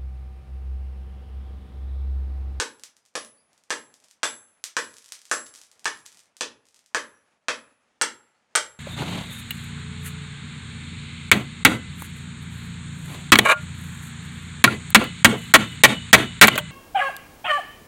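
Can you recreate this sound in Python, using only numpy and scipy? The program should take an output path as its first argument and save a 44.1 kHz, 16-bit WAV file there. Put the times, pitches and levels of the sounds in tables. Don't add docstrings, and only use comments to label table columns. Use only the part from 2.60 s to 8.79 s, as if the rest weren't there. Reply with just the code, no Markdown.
import sys
import numpy as np
from scipy import signal
from scipy.fft import rfft, irfft
from scipy.io import wavfile
from scipy.ndimage import uniform_filter1d

SR = 44100
rng = np.random.default_rng(int(sys.argv[2]) if len(sys.argv) > 2 else 0)


def master_out(mix):
    frames = np.transpose(np.atleast_2d(mix))
    ceiling = np.clip(frames, -1, 1)
    pcm = np.round(ceiling * 32767).astype(np.int16)
    wavfile.write(sys.argv[1], SR, pcm)


N = 272971
SIZE = 32768
AGE = np.arange(SIZE) / SR
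FREQS = np.maximum(np.fft.rfftfreq(SIZE, 1 / SR), 1)

# t/s, clank/dB, crack/dB, sizzle/dB, bar note/Hz,
# anvil ring/dB, spot across the face (-1..1), spot along it (-1..1)
HAMMER_BLOWS = [(0.0, -0.5, 3, 2, 3950, -45, -0.44, 0.73),
                (0.5537, -7, 0.5, -5.5, 1300, -44, -0.76, -0.081),
                (1.105, -0.5, 3, -1.5, 1640, -41, 0.15, -0.079),
                (1.632, 2.5, 5.5, -1, 3510, -32.5, .1, 0.63),
                (2.167, 2, 3.5, -1.5, 1800, -39.5, -0.19, 0.71),
                (2.7137, 4, 0.5, 4.5, 1540, -34.5, -0.075, 0.44),
                (3.2559, 1.5, 4, -2, 1780, -45.5, 0.32, -0.62),
                (3.809, -8, 5, -1.5, 2505, -57.5, -0.35, 0.31),
                (4.3469, 3.5, 3.5, -1.5, 1687, -46.5, -0.16, 0.78),
                (4.8841, 2, 6, -4.5, 2547, -47.5, -.4, 0.16), (5.4137, 3.5, 8.5, 4, 1538, -45, 1, 0.014),
                (5.953, 7, 9, 4.5, 3440, -38, 0.58, .3)]


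def from_db(db):
    return 10 ** (np.asarray(db) / 20)


def at_hz(points, hz):
    points = np.array(points)
    return np.interp(np.log(hz), np.log(points[:, 0]), points[:, 1])


def fade(t60):
    return np.exp(-np.log(1000) * AGE / t60)


def unit(x):
    return x / np.sqrt(np.sum(x ** 2) + 1e-20)


def add(out, s, sound):
    start = max(0, int(s * SR))
    out[start:start + len(sound)] += sound[:max(0, N - start)]


def filtered(x, order, hz, kind):
    return signal.sosfilt(signal.butter(order, hz, kind, fs=SR, output="sos"), x)


def click(spectrum_db):
    cepstrum = irfft(np.log(from_db(spectrum_db)))
    cepstrum[1:SIZE // 2] *= 2
    cepstrum[SIZE // 2 + 1:] = 0
    return irfft(np.exp(rfft(cepstrum)))


def ring(hz, t60):
    return np.sin(2 * np.pi * hz * AGE + rng.uniform(0, 2 * np.pi)) * fade(t60)


def whiten(x, smooth_hz):
    power = uniform_filter1d(np.abs(rfft(x)) ** 2, max(3, int(smooth_hz * SIZE / SR)))
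    return signal.fftconvolve(x, click(-10 * np.log10(np.maximum(power, 1e-9))))[:SIZE]


def shed(direct, echo, build_s):
    # f/Hz, t60/s
    decay_times = [(60, 0.8), (170, 0.57), (340, 0.32), (700, 0.29), (2000, 0.23), (5000, 0.22),
                   (9000, 0.17), (15000, 0.17)]
    # delay/s, gain
    echoes = [(.0012, 0.22), (.0022, 0.1), (.0049, 0.33), (.0068, 0.091), (.0113, 0.21), (0.015, 0.16),
              (0.0221, 0.22)]
    edges_hz = np.geomspace(30, 18000, 13)
    tail = np.zeros(SIZE)
    for low, high in zip(edges_hz, edges_hz[1:]):
        band = filtered(rng.standard_normal(SIZE), 2, [low, high], "band")
        tail += band * fade(at_hz(decay_times, np.sqrt(low * high)))
    response = whiten(tail * (1 - np.exp(-AGE / build_s)), smooth_hz=140.5)
    response[0] += direct
    bounce = filtered(signal.unit_impulse(SIZE), 1, 7200, "low")
    for s, gain in echoes:
        response += echo * gain * np.roll(bounce, int(s * SR))
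    roof_tail = from_db(-20.5) * unit(rng.standard_normal(SIZE) * fade(t60=0.83))
    return unit(response) + filtered(roof_tail, 2, 2100, "low")


def bird(level_db, note_s):
    # t/s, start/Hz, middle/Hz, end/Hz, level/dB
    notes = [(0.387, 4900, 5000, 4490, -77), (0.756, 4420, 4700, 5300, -67), (0.952, 4950, 4700, 4430, -76),
             (4.531, 5660, 5800, 5950, -68), (5.73, 3770, 4400, 4210, -76.5)]
    out = np.zeros(N)
    progress = np.linspace(0, 1, int(note_s * SR))
    for s, start, middle, end, db in notes:
        pitch_hz = np.polyval(np.polyfit([0, .5, 1], [start, middle, end], 2), progress)
        whistle = np.sin(2 * np.pi * np.cumsum(pitch_hz) / SR)
        add(out, s, from_db(db + level_db) * np.sin(np.pi * progress) * whistle)
    return signal.fftconvolve(out, shed(direct=0.7, echo=0.82, build_s=0.0035))[:N]


def draught(flutter_db, flutter_hz):
    # f/Hz, level/dB
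    roar_spectrum = [(25, -84.5), (50, -73.5), (80, -68), (140, -65.5), (220, -60), (330, -65.5),
                     (600, -60.5), (1500, -65.5), (2500, -67), (4000, -74.5), (7000, -76), (9500, -82),
                     (12500, -100), (16000, -100)]
    hz = np.maximum(np.fft.rfftfreq(N, 1 / SR), 1)
    roar = irfft(rfft(rng.standard_normal(N)) * from_db(at_hz(roar_spectrum, hz)), N)
    flames = irfft(rfft(rng.standard_normal(N)) / (1 + (hz / flutter_hz) ** 2), N)
    return from_db(flutter_db * flames / flames.std()) * roar


def flaring(rise_db_per_s, fall_db_per_s, embers_db):
    # t/s, hold/s, level/dB
    flares = [(0.098, 0.38, -39), (1.04, .04, -32), (1.417, 0.072, -28.5), (2.264, 0.84, -24),
              (3.346, 0.17, -23), (4.063, 0.11, -33)]
    t = np.arange(N) / SR
    curves_db = [db - rise_db_per_s * np.maximum(s - t, 0) - fall_db_per_s * np.maximum(t - s - hold, 0)
                 for s, hold, db in flares]
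    return np.maximum(np.max(curves_db, axis=0), embers_db)


def charcoal(peak_sparks_per_s, spread_db, pop_db, spark_db):
    # t/s, level/dB
    pops = [(0.1966, -22.5), (0.2365, -6.5), (0.3672, -25.5), (0.6484, -15.5), (0.9316, -31.5),
            (0.9786, -30), (1.0376, -29.5), (1.341, -20.5), (1.444, -25.5), (1.5114, -21), (2.0404, 3.5),
            (2.3836, -16.5), (2.522, -2.5), (2.6541, -17), (2.9887, -21.5), (3.0154, -15.5),
            (3.1154, -21.5), (3.1947, -22.5), (3.2449, -9.5), (3.4626, -10.5), (3.593, -21.5),
            (3.7678, -16.5), (4.1619, -26.5), (4.192, -26), (4.2615, -26)]
    # f/Hz, level/dB
    pop_spectrum = [(100, -36), (280, -23), (450, -18), (750, -14), (1100, -9), (2300, -5), (4000, -2),
                    (6000, 1), (8500, -1), (11300, -10), (14000, -20), (16000, -26)]
    vigour_db = flaring(rise_db_per_s=201.5, fall_db_per_s=142.5, embers_db=-53)
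    size_db = spark_db + vigour_db + spread_db * np.clip(rng.standard_normal(N), -2, 2)
    sparks = from_db(size_db) * rng.choice([-1, 1], N)
    sparks_per_s = peak_sparks_per_s * from_db(0.32 * (vigour_db - vigour_db.max()))
    bursts = sparks * (rng.random(N) < sparks_per_s / SR)
    for s, db in pops:
        fracture = whiten(rng.standard_normal(SIZE) * fade(t60=0.0013), smooth_hz=900)
        add(bursts, s, from_db(db + pop_db) * fracture)
    snaps = signal.fftconvolve(bursts, click(at_hz(pop_spectrum, FREQS)))[:N]
    return signal.fftconvolve(snaps, shed(direct=1.1, echo=0.15, build_s=0.0014))[:N]


def scale_snaps(hz, t60, rise_s, low_cut_hz):
    # t/s, level/dB
    flakes = [(5.421, -2), (5.9597, 2.5)]
    out = np.zeros(N)
    for s, db in flakes:
        ping = ring(hz, t60) * (1 - np.exp(-AGE / rise_s))
        add(out, s, from_db(db) * ping / np.abs(ping).max())
    out = filtered(out + 1e-18, 2, low_cut_hz, "high")
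    return signal.fftconvolve(out, shed(direct=3.0, echo=0.8, build_s=0.00217))[:N]


def anvil(level_db, spread_db, swell_s):
    # f/Hz, level/dB, t60/s, family
    modes = [(6309, -17, .5, "a"), (7687, 0, .37, "a"), (8882, -14, .2, "a"), (10200, -18, .4, "a"),
             (11610, -26, .56, "a"), (7596, 0, .46, "b"), (13140, -28, .5, "b"), (10122, 0, .62, "c"),
             (14900, -36, .3, "c"), (10898, 0, .46, "d")]
    families = {"a": (0, 0, 9.2), "b": (0, 8.8, -4), "c": (0, -7, -4.5), "d": (-6.5, 2.3, 0)}
    out = np.zeros(N)
    for s, *_, ring_db, across, along in HAMMER_BLOWS:
        family_db = {name: ring_db + np.dot(row, [1, across, along]) for name, row in families.items()}
        tone = sum(from_db(level_db + db + family_db[family] + rng.normal(0, spread_db)) * ring(hz, t60)
                   for hz, db, t60, family in modes)
        add(out, s, tone * (1 - np.exp(-AGE / swell_s)))
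    return out


def body(swell_s):
    # f/Hz, spectral peak/dB, t60/s
    modes = [(305, 5, .22), (440, 2, .22), (492, 6, .24), (601, 6, .27), (665, 4, .22), (830, 3, .24),
             (896, 6, .26), (1060, 4, .24), (1249, 5, .25), (1334, 6, .25), (1400, 4, .25), (1505, 10, .26),
             (1550, 9, .26), (1617, 9, .27), (1696, 9, .26), (1783, 11, .25), (1965, 4, .2), (2527, 7, .18),
             (3400, 5, .12), (3472, 8, .22)]
    tone = sum(from_db(db) * 2 * np.log(1000) / (t60 * SR) * ring(hz, t60) for hz, db, t60 in modes)
    return tone * (1 - np.exp(-AGE / swell_s))


def hammer(crush, crush_t60, body_db, scatter, note_width_hz):
    # f/Hz, level/dB
    impact = [(40, -35), (80, -11.5), (160, -8.5), (280, 5.5), (450, 11), (750, 10), (1500, 14.5),
              (2300, 8.5), (4000, 3), (6000, 8.5), (8800, 3.5), (11300, -14.5), (14000, -23), (16000, -29)]
    # f/Hz, half width/Hz, level/dB
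    dips = [(173, 7.8, -10.5), (260, 2.1, -5), (347, 4.1, -11), (393, 11, -8.5), (548, 1.6, -1),
            (733, 43, -8.5), (990, 17, -7), (1116, 6.2, -4)]
    bands_hz = [450, 1600, 3500, 8500]
    out = np.zeros(N)
    response = shed(direct=0.76, echo=1.0, build_s=0.00011) + from_db(body_db) * body(swell_s=0.00033)
    dips_db = sum(db / (1 + ((FREQS - hz) / width) ** 2) for hz, width, db in dips)
    common_db = at_hz(impact, FREQS) + dips_db
    for s, clank, crack, sizzle, bar_hz, *_ in HAMMER_BLOWS:
        contact = crush * unit(rng.standard_normal(SIZE) * fade(crush_t60))
        contact[0] += 1
        thud = 4 + 0.21 * clank
        colour_db = common_db + at_hz(list(zip(bands_hz, [thud, clank, crack, sizzle])), FREQS)
        note_db = 3.0 + 5 * np.log2(bar_hz / 1620)
        colour_db += note_db / (1 + ((FREQS - bar_hz) / note_width_hz) ** 2)
        force = signal.fftconvolve(whiten(contact, smooth_hz=496), click(colour_db))[:SIZE]
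        scattered = scatter * shed(direct=0.1, echo=0.33, build_s=0.0004)
        add(out, s, signal.fftconvolve(force, response + scattered))
    return out


def scene():
    smith = hammer(crush=2.26, crush_t60=.009, body_db=-1.5, scatter=0.57, note_width_hz=120)
    smith += anvil(level_db=-1.0, spread_db=1.8, swell_s=0.0018)
    smith += scale_snaps(hz=8320, t60=0.0019, rise_s=0.00027, low_cut_hz=2600)
    forge = charcoal(peak_sparks_per_s=85, spread_db=8.0, pop_db=0.5, spark_db=-5.5)
    forge += draught(flutter_db=2.8, flutter_hz=6.6)
    return (smith + forge + bird(level_db=-1.0, note_s=0.061))[None]


def record(dry):
    rounded = .9 * np.tanh(dry / .9)
    return signal.sosfilt(signal.ellip(10, .2, 80, 16300, fs=SR, output="sos"), rounded)


dry = scene()
out = record(dry)
master_out(out)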